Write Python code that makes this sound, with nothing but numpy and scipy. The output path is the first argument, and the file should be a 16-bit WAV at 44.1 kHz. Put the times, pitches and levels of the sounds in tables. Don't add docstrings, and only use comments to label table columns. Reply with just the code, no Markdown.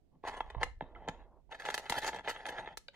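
import sys
import numpy as np
from scipy import signal
from scipy.fft import rfft, irfft
from scipy.io import wavfile

SR = 44100
rng = np.random.default_rng(int(sys.argv[2]) if len(sys.argv) > 2 else 0)


def magnitude_from_level(level_db):
    exponent = np.asarray(level_db, float) / 20
    return 10 ** exponent


def inscribe(sig):
    pcm = np.round(np.clip(np.atleast_2d(sig).T, -1, 1) * 32767)
    wavfile.write(sys.argv[1], SR, pcm.astype(np.int16))


N = 130095

# (frequency [Hz], density [dB per Hz])
HUSH_SPECTRUM = [(30, 17), (200, 7), (400, 1.5), (790, -4.5), (1040, -19.5), (4000, -25), (16000, -36)]
# (start [s], length [s], drag level [dB], stone-on-stone share [dB])
DRAGS = [(0.106, 0.062, -71, -86), (0.229, 0.15, -44, -25), (0.355, 0.18, -56, -29),
         (0.549, .12, -51.5, -42), (0.791, .13, -62.5, -34), (0.945, 0.16, -52, -41.5),
         (1.087, 0.14, -56.5, -33.5), (1.501, 0.059, -48, -21.5), (1.583, 0.134, -48.5, -18.5),
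         (1.634, 0.16, -45.5, -17), (1.811, 0.14, -52, -14.5), (1.889, 0.095, -39.5, -12.5),
         (2.013, 0.071, -36, -17), (2.108, 0.07, -41.5, -26), (2.232, 0.045, -40.5, -24),
         (2.277, 0.052, -44.5, -14.5), (2.328, 0.11, -47, -21.5), (2.441, 0.15, -43, -24.5),
         (2.603, 0.12, -46.5, -30), (2.928, 0.047, -52.5, -20)]
# (centre [s], half width [s], drag level [dB], stone-on-stone share [dB])
SCUFFS = [(0.279, 0.013, -39, -17.5), (0.313, 0.0052, -48, -17), (0.374, 0.0051, -51.5, -21),
          (0.618, 0.0098, -38.5, -24.5), (1.521, 0.013, -45, -22.5), (1.551, 0.0076, -50, -14.5),
          (1.606, 0.009, -51.5, -11), (1.86, 0.0038, -46.5, -17), (1.982, 0.0081, -43, -13.5),
          (2.082, 0.017, -37, -12), (2.189, 0.0039, -42.5, -22), (2.295, 0.017, -37.5, -9.5),
          (2.49, 0.0076, -44.5, -10), (2.595, 0.013, -46, -17.5), (2.675, 0.0057, -52, -26)]
# (time [s], level [dB], upper tray modes [dB],
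# stone crack [dB])
KNOCKS = [(0.236, -24, -26.5, -58), (0.249, -26.5, -18.5, -56), (0.275, -22.5, -14.5, -24),
          (0.282, -26, -10, -28), (0.369, -31, -35, -28), (0.404, -21.5, -9.5, -37.5),
          (0.5, -33.5, -13, -28), (0.546, -26, -24, -62), (0.611, -23.5, -19, -50),
          (0.63, -18, -4.5, -18), (0.807, -20, -20, -70), (0.821, -29, -18.5, -49),
          (0.948, -39.5, -18.5, -63), (1.076, -20.5, -20.5, -49), (1.085, -19, -12.5, -29.5),
          (1.522, -39, -0.5, -39), (1.547, -42.5, 1, -26), (1.597, -38.5, -4, -17.5), (1.62, -45, 5, -13),
           (1.651, -27, -7.5, -20.5), (1.686, -20.5, -10.5, -30), (1.701, -25.5, -2.5, -15.5),
           (1.741, -23, -6.5, -9.5), (1.777, -26, -3, -10), (1.896, -21.5, -6, -9.5),
           (1.921, -15, -13, -24), (1.975, -25, -30, -28), (1.984, -29, -22, -12.5), (2.034, -27, -14, -16),
           (2.044, -26.5, -7.5, -17.5), (2.063, -26, -11, -14.5), (2.076, -22.5, -9.5, -16),
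           (2.087, -21, -9.5, -31.5),
          (2.13, -26.5, -13, -37), (2.144, -25.5, -15, -25.5), (2.185, -35, -5, -36),
           (2.274, -26, -11.5, -48), (2.281, -21.5, -8, -40), (2.293, -25, -10, -17), (2.31, -34, -1, -25),
           (2.361, -35.5, -3, -38), (2.454, -33.5, 1.5, -22), (2.464, -31, -4.5, -17),
           (2.486, -39.5, 2, -9.5), (2.497, -48, -10, -9.5), (2.583, -33, 0, -44), (2.673, -33, -7.5, -55),
           (2.771, -31, -10.5, -8), (2.881, -44, -28, -18.5),
          (0.151, -58, -22, -62), (0.294, -30, -11, -26), (0.327, -36, -26, -32.5), (0.339, -29, -20, -32.5),
         (0.463, -43, -12, -50.5), (0.58, -37.5, -20, -53), (1.491, -43, -35, -65),
         (1.66, -28, -4.5, -19.5), (1.794, -31, -15, -20), (1.862, -40, 1, -24), (1.946, -42, -24, -19),
         (2.017, -39, -23, -9.5), (2.159, -35, -7, -17.5), (2.193, -36.5, -4, -30.5),
         (2.245, -37, -10, -52), (2.403, -38, -6.5, -41), (2.529, -37, -32, -45), (2.659, -40, -1, -40),
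         (2.686, -43, -2.5, -46)]
# (time [s], level [dB])
BUMPS = [
    (0.812, -15.5),
    (0.821, -7.5),
    (1.077, -3.5),
    (1.088, -1.5),
    (1.900, -6.5),
    (1.973, -10.5),
    (2.151, -31),
    (2.586, -10.5),
]
# (frequency [Hz], level [dB], t60 [s])
TRAY_MODES = [(164, -12.5, 0.012), (272.6, -36.5, 0.16), (495, -15, 0.05), (628, -14, 0.022),
              (756, -5, 0.014), (893, 2, 0.022), (920, -7, 0.019), (1346, -4, 0.018), (1732, 0, 0.017),
              (2005, -4.5, 0.019), (2571, -13, 0.028), (3084, -10, 0.022), (3760, -7, 0.03)]
# (frequency [Hz], level [dB], t60 [s])
STONE_MODES = [(4290, 1, 0.0036), (6420, -13.5, 0.0058), (6500, -11.5, 0.0055), (7000, -13, 0.0043),
               (10000, -18, 0.012)]
# (start [s], length [s], air level [dB], left minus right [dB])
HAND_AIR = [
    (0.243, 0.6, -57.5, -3),
    (0.59, 0.056, -49, 1),
    (0.645, 0.14, -57.5, 1.5),
    (0.805, 0.45, -57, -7.5),
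    (1.048, 0.28, -63, -11),
    (1.338, 0.52, -69, -14.5),
    (1.894, 0.292, -57.5, -1.5),
    (2.196, 0.27, -66.5, -1),
    (2.485, 0.3, -63.5, 8.5),
]
# (start [s], length [s], frequency [Hz], level [dB])
SQUEAKS = [
    (.25, 0.095, 9200, -78),
    (.268, .03, 7900, -83),
    (0.363, 0.026, 9200, -72),
    (0.815, 0.065, 3720, -79),
    (2.055, 0.036, 6810, -50),
    (2.284, .008, 7700, -54),
    (2.374, 0.012, 9600, -72),
    (2.461, 0.0045, 9950, -56),
    (2.482, 0.011, 1710, -40.5),
    (2.578, 0.014, 10300, -75),
]
# (time [s], frequency [Hz], level [dB], t60 [s])
PEBBLES = [(.405, 902, -17, 0.01), (.631, 2097, -23.5, 0.018), (.501, 1950, -39.5, 0.017),
           (0.951, 2070, -47.5, 0.039), (.957, 3040, -60, 0.052), (0.96, 1330, -44.5, 0.044),
           (1.085, 6760, -39.5, 0.012), (1.984, 11640, -31.5, 0.0084), (2.884, 1547, -43.5, 0.026),
           (2.883, 2990, -42.5, 0.023), (2.885, 2380, -43.5, 0.013), (2.882, 4500, -39.5, 0.011),
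           (2.885, 3800, -41.5, 0.02), (2.885, 560, -51.5, 0.066)]
# (start [s], length [s], level [dB])
SKIN = [
    (0.823, 0.395, -62),
    (1.236, 0.15, -67),
]


def unit(x):
    return x / np.sqrt(np.mean(x ** 2))


def band(x, lo_hz, hi_hz):
    return signal.sosfilt(signal.butter(2, [lo_hz, min(hi_hz, 0.45 * SR)], "band", fs=SR, output="sos"), x)


def walk(rate):
    return 1.2 * np.interp(np.arange(N) / SR * rate, np.arange(400), rng.standard_normal(400))


def spikes(times, sizes):
    return np.bincount(np.clip((times * SR).astype(int), 0, N - 1), sizes, N)


def fade(x, time_s):
    return signal.lfilter([1], [1, -np.exp(-1 / (time_s * SR))], x)


def swells(rows, rise_s, fall_s):
    t = np.arange(N) / SR - rows[:, :1]
    return np.clip(t / rise_s, 0, 1) * np.exp(-np.maximum(t - rows[:, 1:2], 0) / fall_s)


def ring(force, hz, db, t60, wander=0.06):
    wander_per_s, port_lag_s, pan_spread_db = 22, 5.5e-5, -0.5
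    high = min(hz / 3350, 1)
    step = rng.standard_normal(100)[(np.arange(N) * wander_per_s / SR + rng.random()).astype(int)]
    spin = np.exp(2j * np.pi * hz / SR * np.cumsum(1 + wander * high ** 2 * step))
    z = spin * signal.lfilter([magnitude_from_level(db)], [1, -magnitude_from_level(-60 / t60 / SR)], force / spin)
    turn = 2 * np.pi * hz * port_lag_s + rng.uniform(-np.pi, np.pi) * high ** 3
    pan_db = pan_spread_db * rng.standard_normal() * high
    return np.array([magnitude_from_level(pan_db) * (z * np.exp(-1j * turn)).imag, magnitude_from_level(-pan_db) * z.imag])


def hush():
    hz = np.fft.rfftfreq(N, 1 / SR) + 1
    table_hz, table_db = np.array(HUSH_SPECTRUM).T
    db = np.interp(np.log(hz), np.log(table_hz), table_db)
    noise = irfft(rfft(rng.standard_normal((2, N))) * magnitude_from_level(db), N)
    return unit(noise) * magnitude_from_level(-70 + np.array([[-4], [3]]))


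def dragging():
    drag, scuff, t = np.array(DRAGS), np.array(SCUFFS), np.arange(N) / SR
    humps = np.exp(-((t - scuff[:, :1]) / scuff[:, 1:2]) ** 2)
    shape = np.r_[swells(drag, 0.02, 0.016), humps]
    rows = np.r_[drag, scuff]
    grit_per_s, spread_db, flicker_db, grit_db = 2800, 2.5, 1.5, -22
    chance = rng.random((3, N))
    catches = (chance[0] < grit_per_s / SR) * np.sign(chance[1] - 0.5)
    grit = unit(catches * magnitude_from_level(-spread_db * np.log(1 - chance[2])))
    grit = grit * magnitude_from_level(flicker_db * walk(45) + grit_db)

    def rub(share):
        return grit * (magnitude_from_level(rows[:, 2] + share * (rows[:, 3] + 17.5)) @ shape)

    return rub


def knocks():
    chatter_s, chatter_db, contact_s = 0.003, -7.5, 0.001176
    rows = np.array(KNOCKS)
    first = np.zeros(len(rows))
    chance = rng.standard_normal((len(rows), 2, 3))
    late = np.c_[first, chatter_s * np.abs(chance[:, 0]).cumsum(axis=1)]
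    loss_db = chatter_db * (1 + late[:, 1:] / chatter_s / 2) + 3 * chance[:, 1]
    db = rows[:, 1:2] + np.c_[first, loss_db]
    at = (rows[:, :1] + late).ravel() + contact_s
    return at, db.ravel(), (db + rows[:, 2:3]).ravel(), (db + rows[:, 3:]).ravel()


def ringing(at, low_db, upper_db, crack_db, rub):
    knock_db, scatter_db = -11.5, 2.5
    thud_hz, upper_hz = 350, 1150
    bump_s, bump_db = np.array(BUMPS).T
    bumps = spikes(bump_s, magnitude_from_level(bump_db + knock_db))
    thud = [m for m in TRAY_MODES if m[0] < thud_hz]
    body = [m for m in TRAY_MODES if thud_hz < m[0] < upper_hz]
    upper = [m for m in TRAY_MODES if m[0] > upper_hz]
    free = [(1070, -1, 0.019)]
    hand_down_s, hand_damp_db = 0.64, -18.5
    hit_damp_db = hand_damp_db * (at > hand_down_s)
    rub_damp_db = hand_damp_db * (np.arange(N) / SR > hand_down_s)
    # (modes, knock level [dB], rubbing force, low edge [Hz], high edge [Hz])
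    groups = [(thud, low_db - 5, rub(-0.38) + bumps, 90, 500),
              (body, low_db, rub(0), 300, 990),
              (free, low_db + hit_damp_db, rub(0) * magnitude_from_level(rub_damp_db), 800, 1250),
              (upper, upper_db + 11, rub(0.43) * magnitude_from_level(-2.5), 1200, 4100),
              (STONE_MODES, crack_db + 18, rub(1) * magnitude_from_level(-6.0), 3600, 12000)]
    out = 0
    for modes, hit_db, rubbing, lo_hz, hi_hz in groups:
        rung = 0
        for mode in modes:
            scatter = scatter_db * rng.standard_normal(len(at))
            hits = spikes(at, magnitude_from_level(hit_db + knock_db + scatter))
            rough = rubbing * np.sign(rng.standard_normal(N)) * magnitude_from_level(2.35 * walk(29.77))
            rung = rung + ring(hits + rough, *mode)
        rung = signal.sosfilt(signal.butter(6, 1.02 * hi_hz, fs=SR, output="sos"), rung)
        out = out + band(band(rung, lo_hz, hi_hz), 0.85 * lo_hz, hi_hz)
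    return out


def cracks(at, low_db, crack_db, rub):
    crack_level_db, rise_s, fall_s = -1.5, 0.00072, 0.0046
    out = 0
    # (hardness slope, level [dB], low edge [Hz], high edge [Hz])
    for slope, db, lo_hz, hi_hz in ((0, 1.5, 2490.5, 7507), (1, -3, 7500, 14000)):
        hardness_db = slope * (crack_db - low_db + 6.0)
        burst = fade(spikes(at, magnitude_from_level(crack_db + crack_level_db + hardness_db)), fall_s)
        burst = fade(burst, rise_s) / (rise_s * SR)
        burst = burst + np.sqrt(fade(rub(1 + slope) ** 2, fall_s)) * magnitude_from_level(-29.0)
        noise = rng.standard_normal((3, N))
        ports = 0.66 * noise[0] * np.array([[1], [-1]]) + noise[1:]
        out = out + magnitude_from_level(db) * band(burst * ports, lo_hz, hi_hz)
    return out


def stones():
    at, low_db, upper_db, crack_db = knocks()
    rub = dragging()
    return ringing(at, low_db, upper_db, crack_db, rub) + cracks(at, low_db, crack_db, rub)


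def room(near):
    t60_s, tail_db = 0.25, -18
    t = np.arange(SR // 2) / SR
    mid, side = rng.standard_normal((2, len(t)))
    tail = band(mid + band(side, 1400, 16000) * np.array([[1], [-1]]), 170, 10000)
    tail = tail * magnitude_from_level(-60 * t / t60_s) * np.minimum(t / 0.0054, 1)
    tail = tail / np.sqrt(np.sum(tail ** 2) / 2)
    return magnitude_from_level(tail_db) * signal.fftconvolve(near, tail, axes=1)[:, :N]


def hand_air():
    air_hz, air_db = 55.6, -1
    air = np.array(HAND_AIR)
    port_db = air[:, 2] + air_db + air[:, 3] * np.array([[0.5], [-0.5]])
    gain = magnitude_from_level(port_db) @ swells(air, 0.008, 0.013)
    noise = rng.standard_normal((3, N))
    puff = unit(band(band(noise[1:] + 1.7 * noise[0], 21.8, air_hz), 9, 2.3 * air_hz))
    return puff * gain * magnitude_from_level(1.8 * walk(11.24))


def squeaks():
    width = 0.038
    rows, out = np.array(SQUEAKS), 0
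    for (_, _, hz, db), shape in zip(rows, swells(rows, 0.004, 0.0076)):
        noise = rng.standard_normal((3, N))
        edge = band(noise[0] + noise[1:], hz * (1 - width), hz * (1 + width))
        out = out + unit(edge) * shape * magnitude_from_level(db)
    return out


def pebbles():
    out = 0
    for s, hz, db, t60 in PEBBLES:
        ping = ring(spikes(np.array([s]), [1.0]), hz, db, t60, wander=0)
        out = out + band(band(ping, 0.77 * hz, 1.4 * hz), 0.64 * hz, 1.3 * hz)
    return out


def swing():
    start_s, hz, t60_s, level_db, pan_db = 0.566, 56, 0.4, -39, -18
    t = np.maximum(np.arange(N) / SR - start_s, 0)
    turn = 2 * np.pi * hz * t * (1 - t)
    port_db = level_db - 60 * t / t60_s + pan_db * np.array([[0.5], [-0.5]])
    return -(np.sin(turn) + 0.41 * np.sin(2 * turn)) * magnitude_from_level(port_db)


def skin():
    rows = np.array(SKIN)
    dull = signal.butter(4, [220, 980], "band", fs=SR, output="sos")
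    hiss = unit(signal.sosfilt(dull, rng.standard_normal(N)))
    return hiss * magnitude_from_level(1.2 * walk(30)) * (magnitude_from_level(rows[:, 2]) @ swells(rows, 0.02, 0.016))


def scene():
    near = stones() + squeaks() + pebbles() + skin()
    return near + room(near) + hand_air() + swing() + hush()


def roll_off(x):
    return signal.sosfilt(signal.butter(12, 16490, fs=SR, output="sos"), x)


def record(dry):
    return roll_off(dry)


dry = scene()
out = record(dry)
inscribe(out)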